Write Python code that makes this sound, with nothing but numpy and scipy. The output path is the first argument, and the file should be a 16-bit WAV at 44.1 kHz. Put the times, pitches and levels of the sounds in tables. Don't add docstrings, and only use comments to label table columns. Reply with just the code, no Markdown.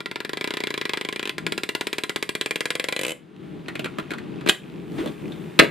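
import sys
import numpy as np
from scipy import signal
from scipy.fft import rfft, irfft
from scipy.io import wavfile
from scipy.ndimage import uniform_filter1d

SR = 44100
rng = np.random.default_rng(int(sys.argv[2]) if len(sys.argv) > 2 else 0)


def wav_record(signal):
    frames = np.transpose(np.atleast_2d(signal))
    bounded = np.clip(frames, -1, 1)
    quanta = np.round(bounded * 32767).astype(np.int16)
    wavfile.write(sys.argv[1], SR, quanta)


N = 251370
TIME = np.arange(N) / SR
AGE = TIME[:8192]

# f/Hz, t60/s, relative level/dB at the held end, the same at the far end
CARD_MODES = [(948, 0.03, -14, -23), (1050, 0.082, -17.5, -11.5), (1412, 0.068, -15, -35),
              (1656, 0.058, -13, -15), (1995, 0.078, -14.5, -8.5), (2122, 0.072, -21.5, -5.5),
              (2375, 0.045, -13.5, -5), (2567, 0.018, -30.5, 4), (3020, 0.06, -56, 7),
              (3214, 0.031, -17, -15), (3340, 0.05, -26, -9), (4010, 0.022, -10.5, -7)]
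TABLE_MODES = [(137, 0.068, -18, -10), (281, 0.05, -11, -1.5), (364.4, 0.025, 0.5, 3), (403, 0.044, 2, 1),
               (477, 0.021, -15, -16)]
# f/Hz, relative level/dB
BLOCK_MODES = [(1620, -16), (2530, -14), (3290, -22), (4250, -25)]

# f/Hz, relative level/dB
EDGE_TICK = [(200, -29), (900, -4.5), (1700, -1), (3500, 9), (5000, 5.5), (6200, -18.5), (8000, -36),
             (16000, -23.5)]
# f/Hz, relative level/dB
EDGE_BUZZ = [(300, -17), (800, -10), (1600, -8), (2400, 5), (4000, -2.5), (5500, -10.5), (8000, -26.5)]
# f/Hz, relative level/dB
CHATTER_COLOUR = [(3000, -22), (6200, -5.5), (7400, 1.5), (10000, -4.5), (13000, -8), (16000, -38)]
# f/Hz, relative level/dB
BALL_CRACK = [(300, -45), (900, -5), (1400, 4), (2400, 4.5), (4100, 0), (5800, -20.5), (16000, -36)]
# f/Hz, relative level/dB
BLOCK_THUD = [(30, -34), (90, -18), (160, -6), (350, 2.5), (620, -8), (900, -29), (3000, -45)]
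# f/Hz, relative level/dB
RUMBLE_COLOUR = [(30, -29), (70, -21), (120, -8), (160, 0), (215, -4), (260, -5), (330, -4), (420, -8),
                 (520, -21.5), (900, -30), (3000, -83)]
# f/Hz, relative level/dB
FRICTION_COLOUR = [(300, 5.5), (700, 3), (1200, 3), (2400, 0.5), (3600, -2.5), (5500, -18), (9000, -21),
                   (15000, -31)]
# f/Hz, relative level/dB
SKIN_HISS = [(2000, -12), (8000, -2), (15000, -6)]
# f/Hz, relative level/dB
ROOM_COLOUR = [(100, -6.5), (400, -0.5), (900, -1), (2300, -3.5), (5000, -6.5), (9000, -2.5), (16000, -5)]
# f/Hz, relative level/dB
SIDEWAYS_COLOUR = [(60, -5), (380, -4.5), (700, 3), (1290, -0.5), (2380, -12), (4400, -9), (8100, 1.5),
                   (15000, -6.5)]

# t/s, gaps passed
FIRST_PULL = [(.0046, 0), (.1133, 2), (.2938, 6), (.4108, 9), (.5704, 14), (.7047, 18), (.8132, 21),
              (.9347, 24), (1.1262, 29), (1.2286, 32), (1.2548, 33), (1.2942, 35)]
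# t/s, gaps passed
SECOND_PULL = [(1.3817, 0), (1.4659, 1), (1.6904, 5), (1.9296, 9), (2.0362, 11), (2.0947, 12), (2.2919, 15),
               (2.4113, 17), (2.7532, 24), (2.8857, 27), (2.9635, 29), (2.9918, 30), (3.0336, 32),
               (3.0815, 35), (3.1186, 38)]
# travel, share of the chain covered, relative treble chatter level/dB,
# strongest ring f/Hz at the start, f/Hz at the end (both before scatter),
# relative level/dB of the card's lowest modes, which a firm grip damps
PULLS = [(FIRST_PULL, 0.69, -19.5, 1910, 2170, 2.2), (SECOND_PULL, 0.89, -13.5, 2340, 2260, -1.6)]
# t/s, base level/dB of a drop
PRESSURE = [(0, -32), (.42, -26), (.9, -26.5), (1.27, -29), (1.38, -29), (1.47, -24.5), (2.3, -25),
            (3.06, -26.5), (3.12, -31)]
# t/s, extra level/dB
CATCHES = [(.06, 2), (.443, 3), (.571, 2), (.671, 1), (.935, 3.5), (1.294, 6.5), (2.224, 1), (2.412, 3.5),
           (2.656, 2.5), (2.704, 2.5), (3.033, 2)]
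# t/s, level/dB, table thud level/dB, strand ring f/Hz
SNAPS = [(3.6832, -30.5, -33.5, 1920), (3.754, -30.5, -38, 2290), (3.7936, -29, -29, 2750),
         (3.8441, -28.5, -33, 2340), (3.8575, -30, -31, 1460), (3.9851, -30, -30, 1230),
         (3.997, -35, -47, 1330), (4.1061, -31, -34, 2280), (4.116, -31.5, -29, 1520),
         (4.1357, -33, -52, 1380), (4.183, -36, -49, 1900), (4.41, -41, -49, 1610),
         (4.462, -30, -25.5, 1350), (4.4743, -25, -27.5, 2090), (4.488, -19.5, -20.5, 4040),
         (4.4945, -11, -41, 3280), (5.0597, -36, -25, 1080), (5.074, -38, -40, 3430),
         (5.3203, -41.5, -53, 3570), (5.5908, -9, -25, 3720), (5.594, -8.5, -6.5, 2310),
         (5.597, -2, -14, 2030)]
# snap level/dB, relative level/dB
SNAP_CHATTER = [(-23, -20), (-24, -6.5), (-10.5, -14), (-7, -35)]
# t/s, level/dB, mean slip rate f/Hz
SLIDE_PATH = [(4.966, -66, 301), (4.982, -27, 308.4), (5.014, -27, 334.6), (5.03, -31.5, 394.4),
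              (5.059, -40, 512), (5.08, -38, 600), (5.11, -62, 597)]
# start t/s, end t/s, rumble level/dB, friction level/dB,
# skin hiss level/dB
GRIPS = [(1.44, 1.463, -37.5, -50, -78), (3.434, 3.722, -37.5, -53.5, -76), (3.68, 4.462, -39, -49.5, -86),
         (4.653, 4.93, -39.5, -52.5, -70), (4.967, 5.09, -30.5, -45.5, -57.5), (5.19, 5.7, -35, -49.5, -63)]

SKIM_GAPS_PER_S, SKIM_DB_PER_OCTAVE = 22, -3.5
CHATTER_RISE_DB = 5
DROP_SCATTER_DB, RING_SCATTER = 1, .1
LOW_MODES_UNDER_HZ = 1200
BOUNCE_START_S, BOUNCE_GAP_S, BOUNCE_LOSS_DB = 5.614, 0.01, -0.5
FIRST_BOUNCE_DB, FIRST_BOUNCE_THUD_DB, BOUNCE_HZ = -33, -20.5, 1800
REST_RUMBLE_DB, REST_FRICTION_DB = -50, -59.5
GRIP_ATTACK_S, GRIP_RELEASE_S = 0.078, 0.1
SURGE_DB, SURGE_S = 2.5, 0.079
MAINS_HZ, BUZZ_START_S, BUZZ_DB, BUZZ_HZ = 50, 3.8, -56, 2550
ROOM_T60_S, BLOCK_ROOM_DB, SIDE_DB = 0.23, -12.5, -5.5


def card(tick_db=-4, buzz_db=-8, ring_db=-8, modes_db=-1, thump_db=-4, chatter_db=-1, bounce_db=-12,
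         near_notch_hz=5700, far_notch_hz=6600, low_cut_hz=140):
    out = np.zeros((2, N))
    tick = response(EDGE_TICK, size=len(AGE))
    buzz, chatter = response(EDGE_BUZZ), response(CHATTER_COLOUR)
    for s, along, db, click_rel, treble_rel, hz, low_db in drops():
        notch_hz = near_notch_hz + along * (far_notch_hz - near_notch_hz)
        reflection = 0.34 * np.interp(AGE - .5 / notch_hz, AGE, tick, left=0)
        click = hit_level(np.outer([1, 0], tick + reflection), tick_db)

        for k, (f, t60, near_db, far_db) in enumerate(CARD_MODES):
            detune, push = rng.standard_normal(2)
            mode_db = near_db + along * (far_db - near_db) + modes_db + 2.6 * push
            if f < LOW_MODES_UNDER_HZ:
                mode_db += low_db
            click += (-1) ** k * ring(f * (1 + 0.0092 * detune), t60, mode_db)
        click += rattle(hz, .011, .03, ring_db)
        click += burst(buzz, 0.04, buzz_db)

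        rise = np.interp(s, [2.3, 2.85], [1, 1.27])
        thump = sum(ring(f * rise, t60, near_db + along * (far_db - near_db))
                    for f, t60, near_db, far_db in TABLE_MODES)

        add(out, s, undb(db + click_rel) * click)
        add(out, s, burst(chatter, 0.028, db + treble_rel + chatter_db))
        add(out, s + 0.00088, hit_level(thump, db + thump_db))
        edge_bounce = rattle(1640, 0.0054, 0.022, db + click_rel + bounce_db)
        add(out, s + rng.uniform(0.00278, .007), edge_bounce)
    return high_pass(out, low_cut_hz)


def drops():
    for travel, reach, chatter_db, first_hz, last_hz, low_db in PULLS:
        s, passed = np.transpose(travel)
        gaps = np.arange(passed[-1] + 1)
        times = np.interp(gaps, passed, s)
        progress = gaps / gaps[-1]
        along = reach * progress
        pressure_db = np.interp(times, *np.transpose(PRESSURE))

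        uneven, detune = rng.standard_normal((len(gaps), 2)).T
        gaps_per_s = 1 / np.gradient(times)
        skim_db = SKIM_DB_PER_OCTAVE * np.log2(np.maximum(gaps_per_s / SKIM_GAPS_PER_S, 1))
        catch_db = sum(db * (abs(times - when) < .007) for when, db in CATCHES)
        click_rel = skim_db + catch_db + DROP_SCATTER_DB * uneven
        treble_rel = chatter_db + CHATTER_RISE_DB * along + catch_db / 2
        hz = (first_hz + progress * (last_hz - first_hz)) * np.exp(RING_SCATTER * detune)
        low_modes_db = np.full(len(gaps), low_db)
        yield from zip(times, along, pressure_db, click_rel, treble_rel, hz, low_modes_db)


def snaps(crack_db=-5, rattle_db=-3, ring_db=-14, thud_db=0, tail_db=-18, chatter_db=0,
          block_t60=0.069, block_detune=.015, thin_share=0.39, low_cut_hz=105):
    out = np.zeros((2, N))
    crack, thud, chatter = response(BALL_CRACK), response(BLOCK_THUD), response(CHATTER_COLOUR)
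    for s, db, knock_db, hz in SNAPS + bounces():
        treble_rel = np.interp(db, *np.transpose(SNAP_CHATTER))
        settle_t60 = np.interp(db, [-28, -12], [.1, .024])
        contact = burst(crack, settle_t60 / 2, crack_db)
        contact += burst(crack, 0.069, tail_db)
        contact += burst(chatter, 0.038, treble_rel + chatter_db)
        contact = high_pass(contact, thin_share * hz)

        strand = rattle(hz, 0.0056, settle_t60, rattle_db) + ring(hz, .022, ring_db)
        block = sum(ring(f * (1 + block_detune * rng.standard_normal()), block_t60, mode_db)
                    for f, mode_db in BLOCK_MODES)
        add(out, s, undb(db) * (contact + strand + block))
        add(out, s, burst(thud, 0.024, knock_db + thud_db))
    return high_pass(out, low_cut_hz)


def bounces(count=4):
    rows = []
    for k in range(count):
        loss_db = k * BOUNCE_LOSS_DB
        s = BOUNCE_START_S + k * BOUNCE_GAP_S
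        rows.append((s, FIRST_BOUNCE_DB + loss_db, FIRST_BOUNCE_THUD_DB + loss_db, BOUNCE_HZ))
    return rows


def slide(jitter=0.133, scrape_db=-9):
    s, db, hz = np.transpose(SLIDE_PATH)
    wander = uniform_filter1d(rng.standard_normal(N), size=120)
    slip_hz = np.interp(TIME, s, hz) * (1 + jitter * wander / wander.std())
    phase = np.cumsum(slip_hz) / SR
    slip_decay = np.exp(-(phase % 1) / 0.75)
    scrape = through(rng.standard_normal((2, N)) * slip_decay, response(FRICTION_COLOUR))
    judder = np.sqrt(2) * np.array([np.sin(2 * np.pi * phase), np.cos(2 * np.pi * phase)])
    level = undb(np.interp(TIME, s, db, left=-np.inf, right=-np.inf))
    return (judder + undb(scrape_db) * scrape / scrape.std()) * level


def handling(tick_db=-3, tick_hz=2500, count=30):
    force = []
    for start, end, *_ in GRIPS:
        attack = np.minimum(TIME - start, 0) / GRIP_ATTACK_S
        release = np.maximum(TIME - end, 0) / GRIP_RELEASE_S
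        force.append(np.exp(attack - release))
    force = np.array(force)
    press, rub, slip = (np.max(undb(db)[:, None] * force, axis=0) for db in np.transpose(GRIPS)[2:])

    rumble, friction, hiss = (through(rng.standard_normal((2, N)), response(colour))
                              for colour in (RUMBLE_COLOUR, FRICTION_COLOUR, SKIN_HISS))
    for when, size in rng.random((count, 2)):
        add(friction, when * N / SR, 2 * size * rattle(tick_hz, 0.0083, 0.0048, tick_db))
    rumble_gain = np.hypot(press * surge(), undb(REST_RUMBLE_DB))
    friction_gain = np.hypot(rub, undb(REST_FRICTION_DB))
    return rumble * rumble_gain + friction * friction_gain + hiss * slip


def surge():
    width = int(SURGE_S * SR)
    wander = uniform_filter1d(uniform_filter1d(rng.standard_normal(N), width), width)
    return undb(SURGE_DB * wander / wander.std())


def mains_buzz(ring_t60=0.0063):
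    out = np.zeros((2, N))
    for s in np.arange(BUZZ_START_S, TIME[-1], 1 / MAINS_HZ):
        add(out, s, rattle(BUZZ_HZ, ring_t60, 0.0041, BUZZ_DB))
    return out


def room(x, onset_s=0.0039):
    build_up = 1 - np.exp(-(AGE / onset_s) ** 2)
    echoes = rng.standard_normal((2, len(AGE))) * fade(ROOM_T60_S) * build_up
    echoes /= np.sqrt(np.sum(echoes[0] ** 2))
    return through(through(x, echoes), response(ROOM_COLOUR))


def ring(hz, t60, db=0):
    turn = 2 * np.pi * hz * AGE
    mode = np.array([np.sin(turn), rng.standard_normal() * np.cos(turn)])
    return hit_level(mode * fade(t60), db)


def rattle(hz, ring_t60, t60, db):
    return burst(ring(hz, ring_t60)[0, :1024], t60, db)


def burst(h, t60, db=0):
    collisions = rng.standard_normal((2, len(AGE))) * fade(t60)
    return hit_level(through(collisions, h), db)


def fade(t60):
    return np.exp(-np.log(1000) * AGE / t60)


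def hit_level(x, db=0):
    return x * undb(db) * np.sqrt(.012 * SR / np.sum(x[0] ** 2))


def undb(db):
    return 10 ** (np.asarray(db) / 20)


def response(points, size=2048):
    hz, db = np.transpose(points)
    grid = np.maximum(np.fft.rfftfreq(size, 1 / SR), 1)
    gain = undb(np.interp(np.log(grid), np.log(hz), db))
    cepstrum = irfft(np.log(gain))
    cepstrum[1:size // 2] *= 2
    cepstrum[size // 2 + 1:] = 0
    h = irfft(np.exp(rfft(cepstrum)))
    return h / np.sqrt(np.sum(h ** 2))


def through(x, h):
    return signal.fftconvolve(np.atleast_2d(x), np.atleast_2d(h), axes=-1)[:, :x.shape[-1]]


def high_pass(x, hz):
    return signal.sosfilt(signal.butter(3, hz, "high", fs=SR, output="sos"), x)


def add(track, s, x):
    i = int(np.clip(s * SR, 0, N - 1))
    track[:, i:i + x.shape[1]] += x[:, :N - i]


def scene(card_room_db=-12, lean=0.25, lean_hz=700):
    chain = card()
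    block = snaps() + handling() + slide() + mains_buzz()
    room_send = undb(card_room_db) * chain[0] + undb(BLOCK_ROOM_DB) * block[0]
    mid, side = chain + block + room(room_send)
    side = undb(SIDE_DB) * through(side, response(SIDEWAYS_COLOUR))[0]
    side += lean * signal.sosfilt(signal.butter(1, lean_hz, fs=SR, output="sos"), mid)
    return np.array([mid + side, mid - side])


def record(dry, low_cut_hz=55, top_hz=15250):
    clipped = dry / (1 + dry ** 6) ** (1 / 6)
    bass_cut = signal.sosfilt(signal.butter(1, low_cut_hz, "high", fs=SR, output="sos"), clipped)
    return signal.sosfilt(signal.ellip(8, .2, 80, top_hz, fs=SR, output="sos"), bass_cut)


dry = scene()
out = record(dry)
wav_record(out)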